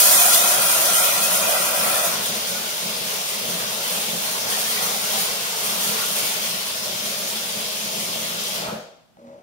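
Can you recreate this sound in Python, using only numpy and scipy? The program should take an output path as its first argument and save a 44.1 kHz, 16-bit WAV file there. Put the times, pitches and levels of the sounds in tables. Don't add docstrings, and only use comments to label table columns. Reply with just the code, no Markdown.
import sys
import numpy as np
from scipy import signal
from scipy.fft import rfft, irfft, next_fast_len
from scipy.io import wavfile
from scipy.ndimage import uniform_filter1d

SR = 44100
rng = np.random.default_rng(int(sys.argv[2]) if len(sys.argv) > 2 else 0)


def waveform_to_disk(signal):
    frames = np.transpose(np.atleast_2d(signal))
    scaled = np.clip(frames, -1, 1) * 32767
    samples = np.round(scaled).astype(np.int16)
    wavfile.write(sys.argv[1], SR, samples)


def nominal_scale(level):
    x = np.asarray(level, float) / 20
    return 10 ** x


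N = 415422

# f/Hz, density/dB per Hz
SPRAY_SPECTRUM = [(1100, -24.5), (1800, -5.5), (2500, -14.5), (3200, -4.5), (4800, -5.5), (6900, 1),
                  (7800, -6.5), (8800, 3.5), (10300, 1.5), (11100, 0), (12500, 2.5), (13800, -3.5),
                  (15100, 1.5), (16500, 0.5)]
# f/Hz, density/dB per Hz
FOAM_SPECTRUM = [(880, -41), (1500, -14), (2150, -5), (2330, -3.5), (3040, -0.5), (4180, -1), (4630, -2),
                 (5450, -2), (5910, -2), (7600, -7), (9880, -31), (16700, -120)]
# f/Hz, density/dB per Hz
FROTH_SPECTRUM = [(300, -7.5), (450, -2), (620, -5), (800, 0), (950, -2), (1400, -2), (1800, -7),
                  (2600, -8.5)]
# f/Hz, density/dB per Hz
PIPE_SPECTRUM = [(30, -30), (70, 4), (180, -1.5), (400, -12), (900, -3), (2000, -38)]
# f/Hz, density/dB per Hz
HUSH_SPECTRUM = [(18, -44), (30, -20), (203, -6.5), (413, -18), (645, -19), (830, -15), (1100, -23.5),
                 (1380, -21), (1750, -24.5), (3940, -27.5), (15800, -38)]
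# f/Hz, width/Hz, level/dB
PAN_MODES = [(355, 60, -17), (500, 50, -10), (580, 50, -4), (650, 40, -1), (725, 60, -2), (800, 60, -4.5),
             (890, 90, -10), (985, 45, -4), (1130, 120, -8), (1230, 60, -7), (1320, 80, -4), (1420, 80, -3),
             (1550, 90, -9), (1730, 200, -15), (1950, 100, -11), (2490, 110, -7.5)]
# f/Hz, width/Hz, level/dB
WALL_MODES = [(2720, 58, -3), (3200, 18, 1), (3527, 16, 3), (3534, 41, 5), (4553, 36, 4), (4780, 50, -2.5),
              (5190, 20.5, 3), (5750, 66, -19)]
# f/Hz, width/Hz, level/dB
SINK_MODES = [(55, 40, -33), (112, 22, -9), (140, 22, -10), (177, 9, 1.5), (217, 11, 1), (240, 18, -7),
              (300, 70, -14), (362, 30, -7), (490, 40, -5), (557, 9, 5.5), (586, 30, -5), (612, 10, 3),
              (660, 45, -2)]
# f/Hz, width/Hz, level/dB
SLOP_MODES = [(115, 25, -15), (141, 16, -11), (175, 30, -13), (206, 16, -10), (239, 14, -8), (265, 25, -14),
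              (310, 40, -17), (380, 60, -16), (440, 40, -17), (491, 16, -6), (557, 11, -5), (618, 18, -4),
              (650, 25, -11), (710, 30, -13), (810, 50, -14), (950, 150, -21), (1300, 250, -25),
              (2030, 380, -30)]
# f/Hz, width/Hz, level/dB
DRIP_MODES = [(618, 57, -5), (790, 120, 9), (3200, 1000, -15.5)]
# f/Hz, t60/s
KITCHEN_T60 = [(200, .42), (600, .62), (1500, .6), (4000, .62), (8000, .48), (14000, .32)]
# f/Hz, likeness [-1 to 1]
PORT_LIKENESS = [(60, 0.287), (120, 0.95), (240, 1), (480, 0.42), (950, 0.15), (1890, 0.01), (3770, 0.01),
                 (7520, 0.042), (15000, 0.03)]
# f/Hz, left minus right/dB
PORT_LEAN = [(60, -1.5), (120, 0), (240, -0.5), (480, 1), (950, 1.5), (1890, -0.5), (5500, 3.5),
             (9500, -2.5), (14000, 1)]
# f/Hz, spread/dB
PATCHY_COVERED = [(500, .5), (1200, 1.6), (3500, .8), (7000, 1), (12000, 1.3)]
# f/Hz, spread/dB
PATCHY_STEEL = [(500, 1), (1200, 1), (3500, 2.5), (7000, 2), (12000, 2)]
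# t/s, length/s, extra spray/dB, extra gurgle/dB
SPLASHES = [(-0.05, 0.12, 4.5, 6), (0.17, 0.089, 3, 8), (0.316, 0.023, 6, -14), (0.46, 0.025, 2.5, -4),
            (0.61, 0.025, 2, 6.5), (0.658, 0.043, 2, -1), (0.795, 0.044, 3, 0.7), (0.94, 0.03, 3.5, 4.5),
            (1.02, 0.024, 4.5, -2), (1.307, 0.023, 5.5, 6.5), (1.473, 0.036, 3, 5.5),
            (1.582, 0.049, 3, -2.5), (1.808, 0.03, 3, 8), (1.914, 0.04, 1.5, 0), (2.026, 0.061, 4, 5),
            (2.118, 0.025, 0, 2.5), (2.214, 0.047, 3.5, -4), (2.323, 0.065, 2, 2.5),
            (2.479, 0.03, 1.5, 1.5), (3.075, 0.063, 1, 1.8), (3.474, 0.032, 1.5, 1), (3.582, 0.075, 1, 2),
            (3.692, 0.03, 1.5, 2), (3.864, 0.13, 4.5, 3), (4.207, 0.043, 3.5, 4.5),
            (4.483, 0.039, 5.5, 6.5), (4.574, 0.027, 6, 2.5), (4.65, 0.095, 5.5, 4.5),
            (4.787, 0.035, 5, 7.5), (4.845, 0.034, 4, 6.5), (4.93, 0.03, 3.5, 2), (5.008, 0.036, 4.5, 5.5),
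            (5.093, 0.04, 4.5, 6.5), (5.155, 0.048, 7, 2), (5.568, 0.12, 3.5, 5.5), (5.79, 0.049, 6, 4.5),
            (5.882, 0.03, 5.5, 6.5), (5.964, 0.071, 5.5, 1), (6.144, 0.03, 7, 4.5), (6.225, 0.04, 6.5, 3.6),
            (6.41, 0.03, 4.5, -0.5), (6.75, 0.03, 0.5, 0.5), (7.024, 0.064, 3, 1), (7.268, 0.025, 3, 2.5),
            (7.346, 0.11, 0.5, 1), (7.75, 0.057, -3, 2.5), (7.917, 0.04, 0.5, -0.5),
            (8.098, 0.035, 1.2, -2.5)]
# t/s, length/s, extra spray/dB, extra gurgle/dB
ROUGH_FLOW = [
    (-.05, 0.41, 2.5, -3),
    (.55, 0.31, 1, 2),
    (1.21, 0.042, 3.5, 0.5),
    (1.75, 0.36, 2, 4.5),
    (3.8, 0.39, 1.5, 1.5),
    (4.2, 0.34, 2, 3.5),
    (4.48, 0.82, 2.5, 3.5),
    (5.28, .3, 1, 3.5),
    (5.56, 0.78, 3.5, 2.5),
    (6.36, 0.16, 1, 1.5),
]
# t/s, f/Hz, level/dB, length/s
GLUGS = [(1.099, 2454, -28, .07), (1.25, 2540, -27, 0.062), (1.963, 1765, -33, 0.068),
         (2.048, 954, -37, .06), (2.055, 691, -28, 0.073), (2.57, 1464, -36, 0.057), (3.15, 1214, -44, .06),
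         (4.25, 1593, -46, .06), (4.273, 1050, -43, 0.09), (4.54, 1808, -35, .07), (4.671, 1765, -34, .06),
         (4.74, 3180, -39, .07), (4.78, 1937, -33, .06), (5.17, 777, -34, 0.096), (5.21, 4263, -42, .06),
         (6.034, 1421, -35, 0.13), (6.258, 2270, -34, .08), (6.46, 2411, -37, .06),
         (7.327, 955, -42, 0.071), (7.717, 640, -36, 0.065), (7.73, 1205, -43, 0.057),
         (7.77, 3057, -36, .06), (7.83, 1593, -49, 0.053), (8.498, 840, -41, .07), (8.52, 3460, -42, .06),
         (8.695, 1300, -35, 0.063), (8.69, 900, -40, 0.052), (8.771, 607, -38, 0.062),
         (0.248, 720, -29, .12)]
# t/s, f/Hz, level/dB, length/s
BOWL_HUMS = [
    (9.215, 560, -47, .09),
    (9.265, 237, -44, .12),
    (9.325, 556, -41, .2),
    (9.36, 610, -49, .12),
]

LAG = 16
COVER_S, COVER_TAKES_S = 2.07, 0.029
SHUT_S = 8.56
GULP_S, GULP_RISE_S = 8.69, 0.11
SLOP_S = 9.167


def clock():
    return np.arange(N) / SR


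def ramp(start, takes):
    return np.clip((clock() - start) / takes, 0, 1)


def evened(x):
    return x / np.sqrt(np.mean(x ** 2) + 1e-20)


def read(points, hz):
    f, value = np.transpose(points)
    return np.interp(np.log(hz + 1), np.log(f + 1), value)


def colour(x, points):
    size = next_fast_len(N)
    gain = nominal_scale(read(points, np.fft.rfftfreq(size, 1 / SR)))
    return evened(irfft(rfft(x, size) * gain, size)[..., :N])


def wobble(ms):
    span = int(ms * SR / 1000)
    once = uniform_filter1d(rng.standard_normal(N), span)
    return evened(uniform_filter1d(once, span))


def ring(x, modes):
    out = np.zeros(N)
    for k, (hz, width, db) in enumerate(modes):
        r = np.exp(-np.pi * width / SR)
        turn = 2 * np.pi * hz / SR
        mode = signal.lfilter([(1 - r) * np.sin(turn)], [1, -2 * r * np.cos(turn), r ** 2], x)
        out += (-1) ** k * nominal_scale(db) * mode
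    return evened(out)


def droplets(burst_db):
    return evened(rng.standard_normal(N) * nominal_scale(burst_db * wobble(3.03)))


def bubbles(low_hz, high_hz, per_s, cycles, spread_db):
    out = np.zeros(N)
    sizes = np.geomspace(low_hz, high_hz, num=16)
    for hz in sizes:
        u = np.arange(int(3 * cycles * SR / hz)) * hz / SR / cycles
        envelope = np.exp(-1.5 * u) * (1 - np.exp(-8 * u))
        grain = envelope * np.sin(2 * np.pi * cycles * u * (1 + 0.0643 * u))
        place, keep, luck = rng.random((5000, 3)).T
        strength = nominal_scale(-spread_db * np.log(luck + 1e-3))
        kept = keep * len(keep) < per_s * N / SR / len(sizes)
        pops = np.zeros(N)
        pops[(place * N).astype(int)] = strength * kept
        out += signal.oaconvolve(pops, grain * np.sqrt(hz) / np.linalg.norm(grain))[:N]
    return evened(out)


def kitchen(direct_db):
    hz = np.fft.rfftfreq(1024, 1 / SR)[:, None]
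    t = np.arange(130) * 256 / SR
    a, b = rng.standard_normal((2, 513, 130)) + 1j * rng.standard_normal((2, 513, 130))
    same = np.clip(read(PORT_LIKENESS, hz), -1, 1)
    t60 = read(KITCHEN_T60, hz)
    decay = nominal_scale(-60 * t / t60) / np.sqrt(t60)
    ports = np.array([a, same * a + np.sqrt(1 - same ** 2) * b])
    tail = signal.istft(ports * decay, nperseg=1024, noverlap=768)[1]
    tail = np.pad(tail / np.linalg.norm(tail[0]), ((0, 0), (150, 0)))
    tail[[0, 1], [0, LAG]] = nominal_scale(direct_db)
    return tail / np.linalg.norm(tail[0])


def spread(drive, gain, surge_db, direct_db, count=4):
    lead = SR
    size = next_fast_len(N + lead, real=True)
    surge = nominal_scale(surge_db * wobble(11.0))
    gain = np.r_[gain[0] * surge[lead:0:-1], gain * surge]
    heard = 0
    for k in range(count):
        spot = np.resize(np.roll(drive, k * N // count), N + lead)
        heard = heard + rfft(gain * spot, size) * rfft(kitchen(direct_db), size)
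    return irfft(heard, size)[:, lead:lead + N] / np.sqrt(count)


def filling(bare_db, bare_sag, covered_db, sag):
    t, cover = clock(), ramp(COVER_S, COVER_TAKES_S)
    return (1 - cover) * (bare_db - bare_sag * t) + cover * (covered_db - sag * (t - COVER_S))


def closing(start, db_per_s, gulp_db=0):
    fall = db_per_s * np.maximum(clock() - start, 0)
    return gulp_db * ramp(start - GULP_RISE_S, GULP_RISE_S) - fall


def splashing(column, rise, fall, share):
    rows, t = np.array(SPLASHES + ROUGH_FLOW), clock()[::64]
    since, length = t - rows[:, :1], rows[:, 1:2]
    held = np.clip(since / rise + 0.5, 0, 1) - np.clip((since - length) / fall, 0, 1)
    return share * np.interp(clock(), t, (rows[:, [column]] * held).max(axis=0))


def crests():
    return splashing(column=2, rise=0.025, fall=0.045, share=1.25)


def surges():
    return splashing(column=3, rise=0.056, fall=0.2, share=1.08)


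def patchy(x):
    hz, t, z = signal.stft(x, SR, nperseg=1024, noverlap=768)
    patches = rng.standard_normal(z.shape[:0:-1]).T
    patches = uniform_filter1d(uniform_filter1d(patches, size=4, axis=0), size=12, axis=1)
    cover = np.clip((t - COVER_S) / COVER_TAKES_S, 0, 1)
    bare_db, covered_db = read(PATCHY_STEEL, hz)[:, None], read(PATCHY_COVERED, hz)[:, None]
    spread_db = bare_db * (1 - cover) + covered_db * cover
    return signal.istft(z * nominal_scale(spread_db * evened(patches)), nperseg=1024, noverlap=768)[1][:, :N]


def spray():
    db = filling(bare_db=-20, bare_sag=4.1, covered_db=-32.5, sag=0.28)
    db += crests() + closing(SHUT_S, db_per_s=130)
    drops = colour(droplets(burst_db=5.0), SPRAY_SPECTRUM)
    return spread(drops, nominal_scale(4.5 + db), surge_db=0.0, direct_db=-4.0)


def wavering(x):
    moments = np.arange(N) + np.cumsum(0.012 * wobble(120.8))
    return np.interp(moments, np.arange(N), x, period=N)


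def pan():
    db = filling(bare_db=-28, bare_sag=0.78, covered_db=-60, sag=20) + 0.32 * surges()
    drum = wavering(ring(droplets(burst_db=2.0), PAN_MODES))
    return spread(drum, nominal_scale(3.0 + db), surge_db=1.5, direct_db=-8.5)


def sink():
    fall = 420
    db = filling(bare_db=-46, bare_sag=-1.1, covered_db=-43.5, sag=0)
    db += 5.5 * ramp(8.56, 0.1)
    db += closing(8.73, fall)
    heave = -1.5 - ramp(SHUT_S - GULP_RISE_S, GULP_RISE_S)
    flow = nominal_scale(db + 0.63 * wobble(120) * heave)
    bowl = spread(ring(droplets(burst_db=3.5), SINK_MODES), nominal_scale(5.0) * flow, surge_db=3.0, direct_db=-4.0)
    low_modes = [(35, 30, -15.5), (70, 40, 0.5)]  # f/Hz, width/Hz, level/dB
    buffet = [ring(rng.standard_normal(N) * nominal_scale(4.05 * wobble(60)), low_modes) for port in range(2)]
    buffet_db = -65 - 0.93 * clock() + closing(GULP_S, fall, gulp_db=7.4)
    return bowl + nominal_scale(buffet_db) * np.array(buffet)


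def hush():
    return nominal_scale(-60.5) * colour(rng.standard_normal((2, N)), HUSH_SPECTRUM)


def glugs():
    out, tremble = np.zeros((2, N)), wobble(2.8)
    for s, hz, db, length in GLUGS + BOWL_HUMS:
        at = np.arange(int((s - length / 2) * SR), min(int((s + length / 2) * SR), N - LAG))
        u = (at / SR - s) / length
        bend = 0.038 * u + 0.021 * tremble[at]
        phase = 2 * np.pi * np.cumsum(hz * (1 + bend)) / SR
        tone = nominal_scale(db) * np.cos(np.pi * u) * np.sin(phase)
        out[0, at] += tone
        out[1, at + LAG // 4] += tone
    return out


def plunge():
    foam = bubbles(1374, 7990, per_s=6000, cycles=5.86, spread_db=4.5) + 0.81 * droplets(burst_db=6.0)
    walls = nominal_scale(-8) * ring(foam[::-1], WALL_MODES)
    db = filling(bare_db=-27, bare_sag=2.13, covered_db=-30, sag=0.018)
    db += closing(SHUT_S, db_per_s=102) + 0.41 * crests()
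    return spread(colour(foam, FOAM_SPECTRUM) + walls, nominal_scale(0.5 + db), surge_db=1.0, direct_db=-9.5)


def gurgle():
    froth = bubbles(400, 2200, per_s=1500, cycles=9, spread_db=3) + 0.7 * droplets(burst_db=2)
    db = filling(bare_db=-54.0, bare_sag=0, covered_db=-41, sag=0.39)
    db += surges() + closing(GULP_S, db_per_s=220, gulp_db=8)
    return spread(colour(froth, FROTH_SPECTRUM), nominal_scale(5.5 + db), surge_db=1.2, direct_db=-3.0)


def knock():
    knock_s, t60 = 8.685, 0.06
    since = np.maximum(clock() - knock_s, 0)
    gain = nominal_scale(-33 - 60 * since / t60) * ramp(knock_s - 0.06, 0.073)
    thump = colour(rng.standard_normal(N), PIPE_SPECTRUM)
    return spread(thump, gain, surge_db=0, direct_db=8.0, count=3)


def drip():
    impact = 1.0 * (np.arange(N) == int(SLOP_S * SR) + 150)
    tap = ring(impact, DRIP_MODES)
    return nominal_scale(-41) * np.array([tap, np.roll(tap, LAG)]) / abs(tap).max()


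def slop():
    swell_s = 0.125
    drops = droplets(burst_db=2.5)
    fizz = nominal_scale(-21.5) * colour(drops, FOAM_SPECTRUM) + nominal_scale(-29) * colour(drops, SPRAY_SPECTRUM)
    db = -55 + 4.5 * ramp(SLOP_S, swell_s) + closing(SLOP_S + swell_s, db_per_s=35)
    gain = nominal_scale(3.5 + db) * ramp(SLOP_S, 0.004)
    return spread(ring(drops, SLOP_MODES) + fizz, gain, surge_db=1.0, direct_db=4.0)


def scene():
    rush = spray() + pan() + plunge() + gurgle()
    rest = sink() + hush() + knock() + drip() + slop()
    return patchy(rush) + rest + glugs()


def starved(x):
    z = signal.stft(np.array([x[0] + x[1], x[0] - x[1]]) / 2, nperseg=1024, noverlap=768)[2]
    band = uniform_filter1d(uniform_filter1d(abs(z) ** 2, size=3, axis=1), size=9, axis=2)
    band_db = 10 * np.log10(abs(band) + 1e-20)
    busy_db = -35
    busy = np.log10(band.sum(axis=1, keepdims=True) + 1e-20) - busy_db / 10
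    neighbours_db = uniform_filter1d(band_db, size=25, axis=1)
    weak = band_db < -5.5 + 1.1 * busy + neighbours_db
    weak &= busy > 0
    weak[:, :26] = weak[:, 300:] = False
    keep = uniform_filter1d(np.where(weak, nominal_scale(-20), 1), size=3, axis=2)
    mid, side = signal.istft(z * keep, nperseg=1024, noverlap=768)[1][:, :N]
    return np.array([mid + side, mid - side])


def roll_off(x):
    return signal.sosfilt(signal.butter(12, 15975, fs=SR, output="sos"), x)


def record(dry):
    hz = np.r_[0, np.geomspace(30, SR / 2, num=60)]
    lean_db = read(PORT_LEAN, hz) / 2
    ports = [signal.firwin2(1023, hz, nominal_scale(side * lean_db), fs=SR) for side in (1, -1)]
    heard = signal.oaconvolve(np.clip(dry, -1, 1), np.array(ports), "same", axes=1)
    edge = signal.firwin(1001, 15760, window=("kaiser", 9), fs=SR)
    mix = signal.oaconvolve(starved(heard), edge[None], "same", axes=1)
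    return roll_off(mix)


dry = scene()
out = record(dry)
waveform_to_disk(out)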